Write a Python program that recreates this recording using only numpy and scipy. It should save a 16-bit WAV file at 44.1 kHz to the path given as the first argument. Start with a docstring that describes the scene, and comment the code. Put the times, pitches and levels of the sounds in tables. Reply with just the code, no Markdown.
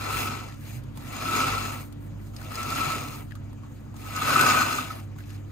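"""A stiff brush is drawn along a greasy motorcycle chain, close to a wide stereo microphone.
We start in the first of four slow strokes: bristles catch and slip, ringing the chain and its guard.
The brush rustles back, links tick, and firmer strokes follow near 1.4 and 2.8 seconds, with snags
and knocking links. The last and hardest comes near 4.4 seconds, then a few more ticks and rustles.
All the while a machine hums nearby and the street rumbles faintly."""
import sys
import numpy as np
from scipy import signal
from scipy.fft import rfft, irfft
from scipy.io import wavfile

SR = 44100
rng = np.random.default_rng(int(sys.argv[2]) if len(sys.argv) > 2 else 0)


def log_audio(samples):
    """Write samples as a 16-bit WAV file to the path given in sys.argv[1]."""
    # one column per channel
    frames = np.atleast_2d(samples).T
    # limit to full scale, then quantise
    limited = np.clip(frames, -1, 1)
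    pcm = np.round(limited * 32767).astype(np.int16)
    wavfile.write(sys.argv[1], SR, pcm)


N = 243104

# Brush strokes. Each row: firmest moment, then pressing, holding and easing times, all in seconds;
# scrape, guard ring, fizz and rumble in dB when firmest; fizz in dB at the lift;
# the guard's lower pitch in Hz, and its upper ring in dB against the lower.
BRUSH_STROKES = [(0.144, 1, 0.045, 0.33, -37, -33.5, -49, -36, -67, 1312, -8),
                 (1.39, 0.43, 0.035, 0.4, -31, -28.5, -45, -32.5, -52, 1316, -11),
                 (2.791, 0.45, 0.04, 0.37, -33.5, -32, -45.5, -34.5, -51.5, 1320, -24),
                 (4.351, 0.39, 0.12, 0.53, -27, -24, -38.5, -30, -56.5, 1270, -2)]
# Light brushing. Each row: fullest moment, rise and fall in seconds, scrape in dB, fizz in dB.
LIGHT_RUSTLES = [(.19, 0.14, 0.15, -34.5, -38), (.75, 0.25, 0.078, -47.5, -52),
                 (2.04, 0.079, .09, -70, -62), (2.25, 0.11, 0.22, -62, -63), (3.75, .16, 0.18, -81, -68),
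                 (5.19, .03, 0.075, -53.5, -60), (5.33, 0.17, 0.12, -53, -64), (5.51, .07, 0.092, -61, -76)]
# Ways the chain and the frame ring. Each row: pitch in Hz, width in Hz (narrow rings longer), level in dB.
CHAIN_RINGS = [(2240, 430, -5), (2429, 56, 5.5), (2620, 137, 3), (3040, 140, -9), (3410, 43, -7.5),
               (4166, 52, 0), (4960, 164, -3.5), (5120, 38, -2), (6200, 47, -4.5), (6500, 140, -13),
               (6750, 46, 0.5), (7770, 61, -7), (8180, 230, -13.5)]
FRAME_RINGS = [(253.6, 22, 3.5), (387, 18.5, -1.5), (714, 16, -14), (779, 29, 0.5), (934, 54, -3.5)]
# The tone of four noises. Each row: frequency in Hz, relative level in dB.
SCRAPE_TONE = [(800, -1.5), (1100, -19.5), (1700, -4.5), (3000, -11), (5000, -12.5), (6600, -9),
               (9000, -28.5), (10000, -18.5)]
FIZZ_TONE = [(9000, 3.5), (10000, -11), (11000, 3.5), (12300, 10), (14000, -1), (16500, 1)]
FRAME_TONE = [(70, -21), (130, 0), (190, -5.5), (255, -6.5), (350, -5.5), (580, -7.5), (800, -3.5),
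              (1000, -8), (1300, -16)]
STREET_TONE = [(30, -27), (60, -11), (130, -2.5), (190, -16), (290, -17), (420, -24), (620, -14),
               (900, -58), (1310, -28.5), (2500, -32.5), (5000, -41.5), (6800, -37), (10000, -76),
               (13000, -55), (16000, -62)]
# Links knocked hard together. Each row: time in seconds, strength of the blow in dB.
HARD_KNOCKS = [(.128, -18), (1.1648, -20.5), (1.2115, -21.5), (1.3635, -9), (1.5797, -19), (2.5547, -15),
               (2.6301, -16), (2.7037, -14), (2.7811, -28), (3.007, -19), (3.0836, -20.5), (4.163, -13),
               (4.2304, -14), (4.2951, -18), (4.4109, -2.5), (4.6066, -12), (4.7276, -14)]
# Bristles that snag. Each row: time in seconds, peak in dB, pitch in Hz, length in seconds.
BRISTLE_SNAGS = [(1.332, -21.5, 1260, 0.016), (1.387, -18.5, 1300, 0.022), (1.409, -19, 1345, 0.022),
                 (1.427, -19.5, 1314, 0.031), (1.484, -28, 1266, 0.018), (2.805, -23.5, 1326, 0.027),
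                 (4.2155, -19.5, 1253, 0.016), (4.303, -17, 1184, 0.0086), (4.32, -20, 1484, 0.022),
                 (4.358, -11, 1260, .013), (4.4253, -19.5, 1250, .011), (4.464, -17, 1186, 0.015),
                 (4.548, -19.5, 1225, .009), (4.6179, -14.5, 1280, 0.007), (4.708, -26, 1260, .012),
                 (4.785, -19.5, 1250, 0.01), (4.9028, -28, 1290, .02)]
# Single links ticking. Each row: start in seconds, crack in dB, ring pitch in Hz, ring in dB,
# seconds for the ring to fade by 60 dB, left over right in dB.
LINK_TICKS = [(.5242, -55, 2460, -47, 0.028, 5), (.5404, -46, 960, -58, .04, 0),
              (0.836, -47.5, 1150, -68, 0.035, 2), (.9731, -37, 880, -40, 0.06, 1),
              (1.925, -44, 1310, -58, .04, 4), (2.266, -54, 1320, -69, .04, -10),
              (2.364, -46, 5100, -37, 0.039, 5), (2.414, -47, 1480, -43, 0.03, 14),
              (2.519, -42, 1280, -30, 0.036, 3), (3.309, -62, 1840, -41, 0.033, 13),
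              (3.3206, -55, 1690, -35, 0.021, 4), (3.353, -42, 1270, -46.5, 0.14, 3),
              (3.53, -52, 1040, -47, .027, -1), (3.634, -64, 1110, -48, .17, 2),
              (3.942, -52, 865, -47, .04, 8), (3.9645, -44, 6560, -50, .049, -2),
              (5.162, -55, 1120, -48.5, 0.05, -1), (5.186, -44.5, 1480, -48, 0.096, -2),
              (5.204, -54, 1600, -42, .037, 0), (5.238, -58, 2640, -48, .03, -1),
              (5.3037, -48, 2840, -56, .035, 2)]
# The machine's tones. Each row: multiple of its cycle rate, average level in dB.
HUM_TONES = [(2, -56.5), (4, -52.5), (5, -57), (6, -54.5), (7, -59), (8, -42.5), (9, -65), (10, -52),
             (11, -51), (12, -62), (13, -64.5), (14, -62), (15, -73.5), (16, -62), (17, -59), (18, -53),
             (19, -64), (20, -72.5), (21, -61.5), (22, -84), (23, -53), (24, -60), (25, -66), (26, -76),
             (27, -60), (28, -66), (30, -72)]
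# Low swells from the road. Each row: middle in seconds, peak in dB, pitch in Hz, length in seconds.
ROAD_SWELLS = [(.17, -42, 55, .2), (1.55, -45, 50, .3), (2.9, -48, 130, .5), (4.45, -44, 125, .3),
               (.85, -41, 122, .4), (2.1, -47, 157, .4)]
# How the microphone's sides compare. Each row: frequency in Hz, likeness from 0 to 1,
# how far the right side leads in radians.
MIC_SIDES = [(60, .95, 0), (130, .65, 0), (345, .55, -.6), (860, .3, -2), (1350, .6, .2), (1900, .3, -1.5),
             (2400, .5, -1.4), (3400, .35, -2.5), (4400, .35, -1), (7000, .4, 0), (8800, .2, -2.5),
             (9800, .7, -3), (10700, .75, -2.5), (12200, .75, -.7), (12700, 1, 0), (16000, 1, 0)]
# Stereo balance. Each row: frequency in Hz, left over right in dB.
BALANCE = [(60, -4), (150, 0), (380, 0.5), (950, 1.5), (2380, 2.5), (5980, 3.5), (15000, -2.5)]
# Dips made by the microphone housing. Each row: frequency in Hz, width in Hz, share removed from 0 to 1.
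HOUSING_DIPS = [(5620, 600, .75), (7480, 300, .7), (10000, 900, .35)]

REST_DB = (-66.5, -63.5, -73, -57)   # scrape, ring, fizz, rumble between strokes
TOUCH_DB = (-54, -57.5, -61, -56)   # the same four as the bristles land
LIFT_DB = (-48.5, -49.5, -49.5)   # scrape, ring, rumble as they leave
LAND_S, LIFT_S = 0.029, 0.14
PRESS_CURVE, EASE_CURVE = 1.217, 1.5   # 1 is straight in dB, more gives a rounder top
GUARD_WIDTH_HZ, GUARD_UPPER_HZ, GUARD_UPPER_WIDTH_HZ = 37, 1490, 30
GUARD_WANDER_HZ, GRIP_DB = 8.1, 0.77   # the brush never bears quite evenly
RATTLE_DB, RATTLES_PER_S = 1.5, 48   # the guard's ring flickers as bristles catch
LIGHT_KNOCKS_PER_S, LIGHT_KNOCK_DB = 25, 10   # dB above the scrape
CRACK_FADE_S = 0.042   # time to fade by 60 dB
HUM_CYCLE_HZ, STREET_DB = 12.52, -49.5
ECHO_SHARE, ECHO_SPREAD_S, CUTOFF_HZ = 0.12, 0.002032, 15880
LEFT_RIGHT = np.array([[1], [-1]])   # pushes the two channels opposite ways


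def brush_levels():
    """Gains for scrape, ring, fizz and rumble: each stroke lands, presses, holds, eases and lifts."""
    t = np.arange(N) / SR
    power = amp(np.c_[REST_DB].T) ** 2 * np.ones(N)
    grip_db = GRIP_DB * drift(4.0)
    touch_db = np.reshape(TOUCH_DB, (4, 1))
    for firm, press, hold, ease, *levels_db, fizz_lift_db, _, _ in BRUSH_STROKES:
        lift_db = np.reshape([*LIFT_DB[:2], fizz_lift_db, LIFT_DB[2]], (4, 1))
        firm_db = np.reshape(levels_db, (4, 1))
        before = (np.maximum(firm - t, 0) / press) ** PRESS_CURVE
        after = (np.maximum(t - firm - hold, 0) / ease) ** EASE_CURVE
        level_db = firm_db + (touch_db - firm_db) * before + (lift_db - firm_db) * after
        corners_s = [-press - LAND_S, -press, hold + ease, hold + ease + LIFT_S]
        contact = np.interp(t - firm, corners_s, [0, 1, 1, 0]) ** 2
        power += (contact * amp(level_db + grip_db)) ** 2
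    for full, rise, fall, scrape_db, fizz_db in LIGHT_RUSTLES:
        swell = np.sin(np.pi / 2 * np.interp(t - full, [-rise, 0, fall], [0, 1, 0])) ** 2
        power[[0, 2]] += (swell * amp([[scrape_db], [fizz_db]])) ** 2
    return np.sqrt(power)


def bristle_slips(per_s, size_db, clump_db):
    """Bristles slip in uneven clumps. Two pairs of signals share the slips, each with random weights."""
    slipping = rng.random(N) < per_s * amp(clump_db * drift(25)) / SR
    sizes = slipping * amp(size_db * np.minimum(rng.exponential(1, N), 5))
    return rms_one(sizes * rng.standard_normal((2, 2, N)) + 1e-9)


def guard(slips, lower_hz, upper_db, pressed):
    """Pressing rings the guard at two pitches; the lower shifts a little with the brush's place."""
    lower, state = np.zeros((2, N)), np.zeros((2, 2))
    decay = np.exp(-np.pi * GUARD_WIDTH_HZ / SR)
    for i in range(0, N, 1024):   # retune for each short block
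        block = np.s_[:, i:i + 1024]
        feedback = [1, -2 * decay * np.cos(2 * np.pi * lower_hz[i] / SR), decay * decay]
        lower[block], state = signal.lfilter([1, 0, -1], feedback, slips[0][block], zi=state)
    upper = resonate(slips[1], GUARD_UPPER_HZ, GUARD_UPPER_WIDTH_HZ)
    weak_rings = resonate(resonate(slips[1], 980, 300), 1253, 320)   # many, blurred together
    return pressed * (rms_one(lower) + amp(upper_db) * rms_one(upper)) + amp(-6.5) * rms_one(weak_rings)


def chain(slips, pressed):
    """Pressed bristles make the chain ring above a broad scrape."""
    rings = pressed * ring_body(slips, CHAIN_RINGS, flicker_db=1.0)
    return rms_one(rings + shape_noise(slips, SCRAPE_TONE, flicker_db=3.0))


def frame_rumble(noise):
    """The brushing travels through the frame as a rumble with a few low rings."""
    rumble = shape_noise(noise, FRAME_TONE, flicker_db=3.0)
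    return rms_one(rumble + ring_body(noise[::-1], FRAME_RINGS, flicker_db=2.0))


def knocks(scrape):
    """Links knock together, lightly at random and hard at set times; each short burst rings the chain."""
    knocking = rng.random(N) < LIGHT_KNOCKS_PER_S / SR
    blows = knocking * scrape * amp(LIGHT_KNOCK_DB + 3 * rng.standard_normal(N))
    times_s, db = np.transpose(HARD_KNOCKS)
    blows[np.round(times_s * SR).astype(int)] = amp(db)
    fades = signal.lfilter([1], [1, -np.exp(-1 / (.003 * SR))], blows + 1e-9)   # 3 ms tails
    bursts = fades * rng.standard_normal((2, 2, N))
    high_rings = [row for row in CHAIN_RINGS if row[0] > 3300]   # so short a touch skips the low ones
    return amp(1) * ring_body(bursts, high_rings, flicker_db=2.5) + amp(-19.0) * bursts[0]


def snags():
    """A snagged bristle makes the guard's ring swell and let go within hundredths of a second."""
    out = np.zeros((2, N))
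    for (time_s, db, hz, length), phase in zip(BRISTLE_SNAGS, rng.uniform(0, 0.99, len(BRISTLE_SNAGS))):
        t = np.arange(round(length * SR)) / SR
        i = round((time_s - .002) * SR)
        wave = np.sin(2 * np.pi * hz * t + phase * LEFT_RIGHT)
        out[:, i:i + len(t)] += amp(db) * np.sin(np.pi * t / length) ** 2 * wave
    return out


def ticks():
    """A link ticks with a dying crack of noise and a short, rough ring."""
    out, t = np.zeros((2, N + SR)), np.arange(SR // 5) / SR
    high_pass = signal.butter(2, 900, "high", fs=SR, output="sos")
    for start_s, crack_db, hz, ring_db, fade_s, pan_db in LINK_TICKS:
        noise = rng.standard_normal((2, len(t)))
        hiss = signal.sosfilt(high_pass, signal.lfilter([.7], [1, -.3], noise))
        crack = amp(crack_db - 60 * t / CRACK_FADE_S) * hiss
        tone = 0.75 * np.sin(2 * np.pi * hz * t) + 0.74 * rms_one(resonate(noise, hz, hz / 5))
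        ring = amp(ring_db - 60 * t / fade_s) * tone
        i = round(start_s * SR)
        out[:, i:i + len(t)] += amp(pan_db / 2 * LEFT_RIGHT) * (crack + ring)
    return out[:, :N]


def machine_hum():
    """A turning machine hums at multiples of its cycle rate; its speed and each tone's level waver."""
    cycles = np.cumsum(HUM_CYCLE_HZ * (1 + .001 * drift(.4))) / SR
    out = np.zeros((2, N))
    for (multiple, db), (phase, apart) in zip(HUM_TONES, rng.random((len(HUM_TONES), 2))):
        offset = 0.016 * multiple * (apart - .5) * LEFT_RIGHT   # high tones reach the sides out of step
        tone = np.sqrt(2) * np.sin(2 * np.pi * (multiple * cycles + phase + offset))
        out += balance(multiple * HUM_CYCLE_HZ) * amp(db + 2.2 * drift(1.67)) * tone
    return out


def street(noise):
    """Faint street noise, with low swells from the road that rise and fade."""
    t = np.arange(N) / SR
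    steady = amp(STREET_DB) * rms_one(shape_noise(noise[::-1, :, ::-1], STREET_TONE, flicker_db=2.5))
    swells = sum(amp(db) * np.exp(-(2 * (t - middle) / length) ** 2)
                 * rms_one(resonate(noise[0], hz, hz / 12)) for middle, db, hz, length in ROAD_SWELLS)
    return steady + swells


def stereo(pair):
    """The right side hears the left's sound shifted in phase, its close echoes, and a sound of its own."""
    hz = np.maximum(np.fft.rfftfreq(N, 1 / SR), 1)
    left, own = rfft(pair)
    sides = np.array(MIC_SIDES)
    alike, lead = at_hz(sides[:, :2], hz), at_hz(sides[:, ::2], hz)
    delay_s = ECHO_SPREAD_S * drift(3.02)[:len(hz)]   # wanders from one frequency to the next
    echo = left * np.exp(2j * np.pi * np.cumsum(delay_s) * SR / N)
    unlike = np.sqrt(ECHO_SHARE) * echo + np.sqrt(1 - ECHO_SHARE) * own
    right = alike * left * np.exp(1j * lead) + np.sqrt(1 - alike ** 2) * unlike
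    return irfft(balance(hz) * [left, right], N)


def balance(hz):
    """Left and right gains at a frequency."""
    return amp(at_hz(BALANCE, hz) / 2 * LEFT_RIGHT)


def ring_body(sources, rings, flicker_db):
    """A body rings at several pitches at once, each caught now harder, now softer."""
    return sum(resonate(amp(db + flicker_db * drift(29.0)) * sources[k % 2], hz, width)
               for k, (hz, width, db) in enumerate(rings))


def shape_noise(sources, tone, flicker_db):
    """Build a noise from bands a third of an octave wide, each with its own level and flicker."""
    out, edges = 0, 30 * 2 ** (np.arange(29) / 3)
    for k, (low, high) in enumerate(zip(edges, edges[1:])):
        hz = np.sqrt(low * high)
        if tone[0][0] * .8 < hz < tone[-1][0] * 1.2:
            band_pass = signal.butter(2, [low, high], "band", fs=SR, output="sos")
            band = signal.sosfilt(band_pass, sources[k % 2])
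            out = out + amp(at_hz(tone, hz) + flicker_db * drift(15)) * band
    return out


def resonate(x, hz, width_hz):
    """Ring at one pitch: that pitch passes at full strength, the rest is weakened."""
    decay = np.exp(-np.pi * width_hz / SR)
    feedback = [1, -2 * decay * np.cos(2 * np.pi * hz / SR), decay * decay]
    return signal.lfilter((1 - decay * decay) / 2 * np.array([1, 0, -1]), feedback, x)


def drift(rate_hz):
    """A smooth random wobble of typical size 1, worked out every 40 samples."""
    decay = np.exp(-80 * np.pi * rate_hz / SR)
    noise = rng.standard_normal(N // 40 + 2002)
    slow = signal.lfilter([1], [1, -2 * decay, decay * decay], noise)[2000:]   # let the filter settle
    return np.interp(np.arange(N) / 40, np.arange(len(slow)), rms_one(slow))


def in_time(rows):
    """Join timed rows with straight lines, giving one curve for each column of values."""
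    times_s, *columns = np.transpose(rows)
    return [np.interp(np.arange(N) / SR, times_s, column) for column in columns]


def at_hz(points, hz):
    """Read between a table's rows, with octaves evenly spaced."""
    frequencies, values = np.transpose(points)
    return np.interp(np.log(hz), np.log(frequencies), values)


def amp(db):
    """Turn dB into a gain to multiply by."""
    return 10 ** (np.asarray(db) / 20)


def rms_one(x):
    """Scale a signal so its average level (rms) is 1."""
    return x / np.sqrt(np.mean(x ** 2) + 1e-20)


def scene():
    """Add up the brush on the chain, the ticking links, the machine and the street."""
    scrape, ring, fizz, rumble = brush_levels()
    lower_hz, upper_db = in_time([(row[0], *row[-2:]) for row in BRUSH_STROKES])
    lower_hz += GUARD_WANDER_HZ * drift(2.5)
    pressed = np.clip((scrape / amp(-38.5)) ** 0.49, amp(-18), 1)   # a light touch hardly rings metal
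    slips = bristle_slips(per_s=9000, size_db=2.0, clump_db=1.5)
    rattle = amp(RATTLE_DB * drift(RATTLES_PER_S))
    brush = ring * rattle * guard(slips, lower_hz, upper_db, pressed)
    brush += scrape * chain(slips, pressed)
    brush += fizz * rms_one(shape_noise(slips, FIZZ_TONE, flicker_db=0.6))
    brush += knocks(scrape)
    noise = rng.standard_normal((2, 2, N))
    brush += rumble * frame_rumble(noise)
    return stereo(brush + street(noise)) + snags() + ticks() + machine_hum()


def record(dry):
    """The microphone's housing makes dips in the treble, and the very top is cut off."""
    for hz, width, share in HOUSING_DIPS:
        dry = dry - share * resonate(dry, hz, width)
    return signal.sosfilt(signal.cheby2(24, 60, CUTOFF_HZ, fs=SR, output="sos"), dry)


dry = scene()
out = record(dry)
log_audio(out)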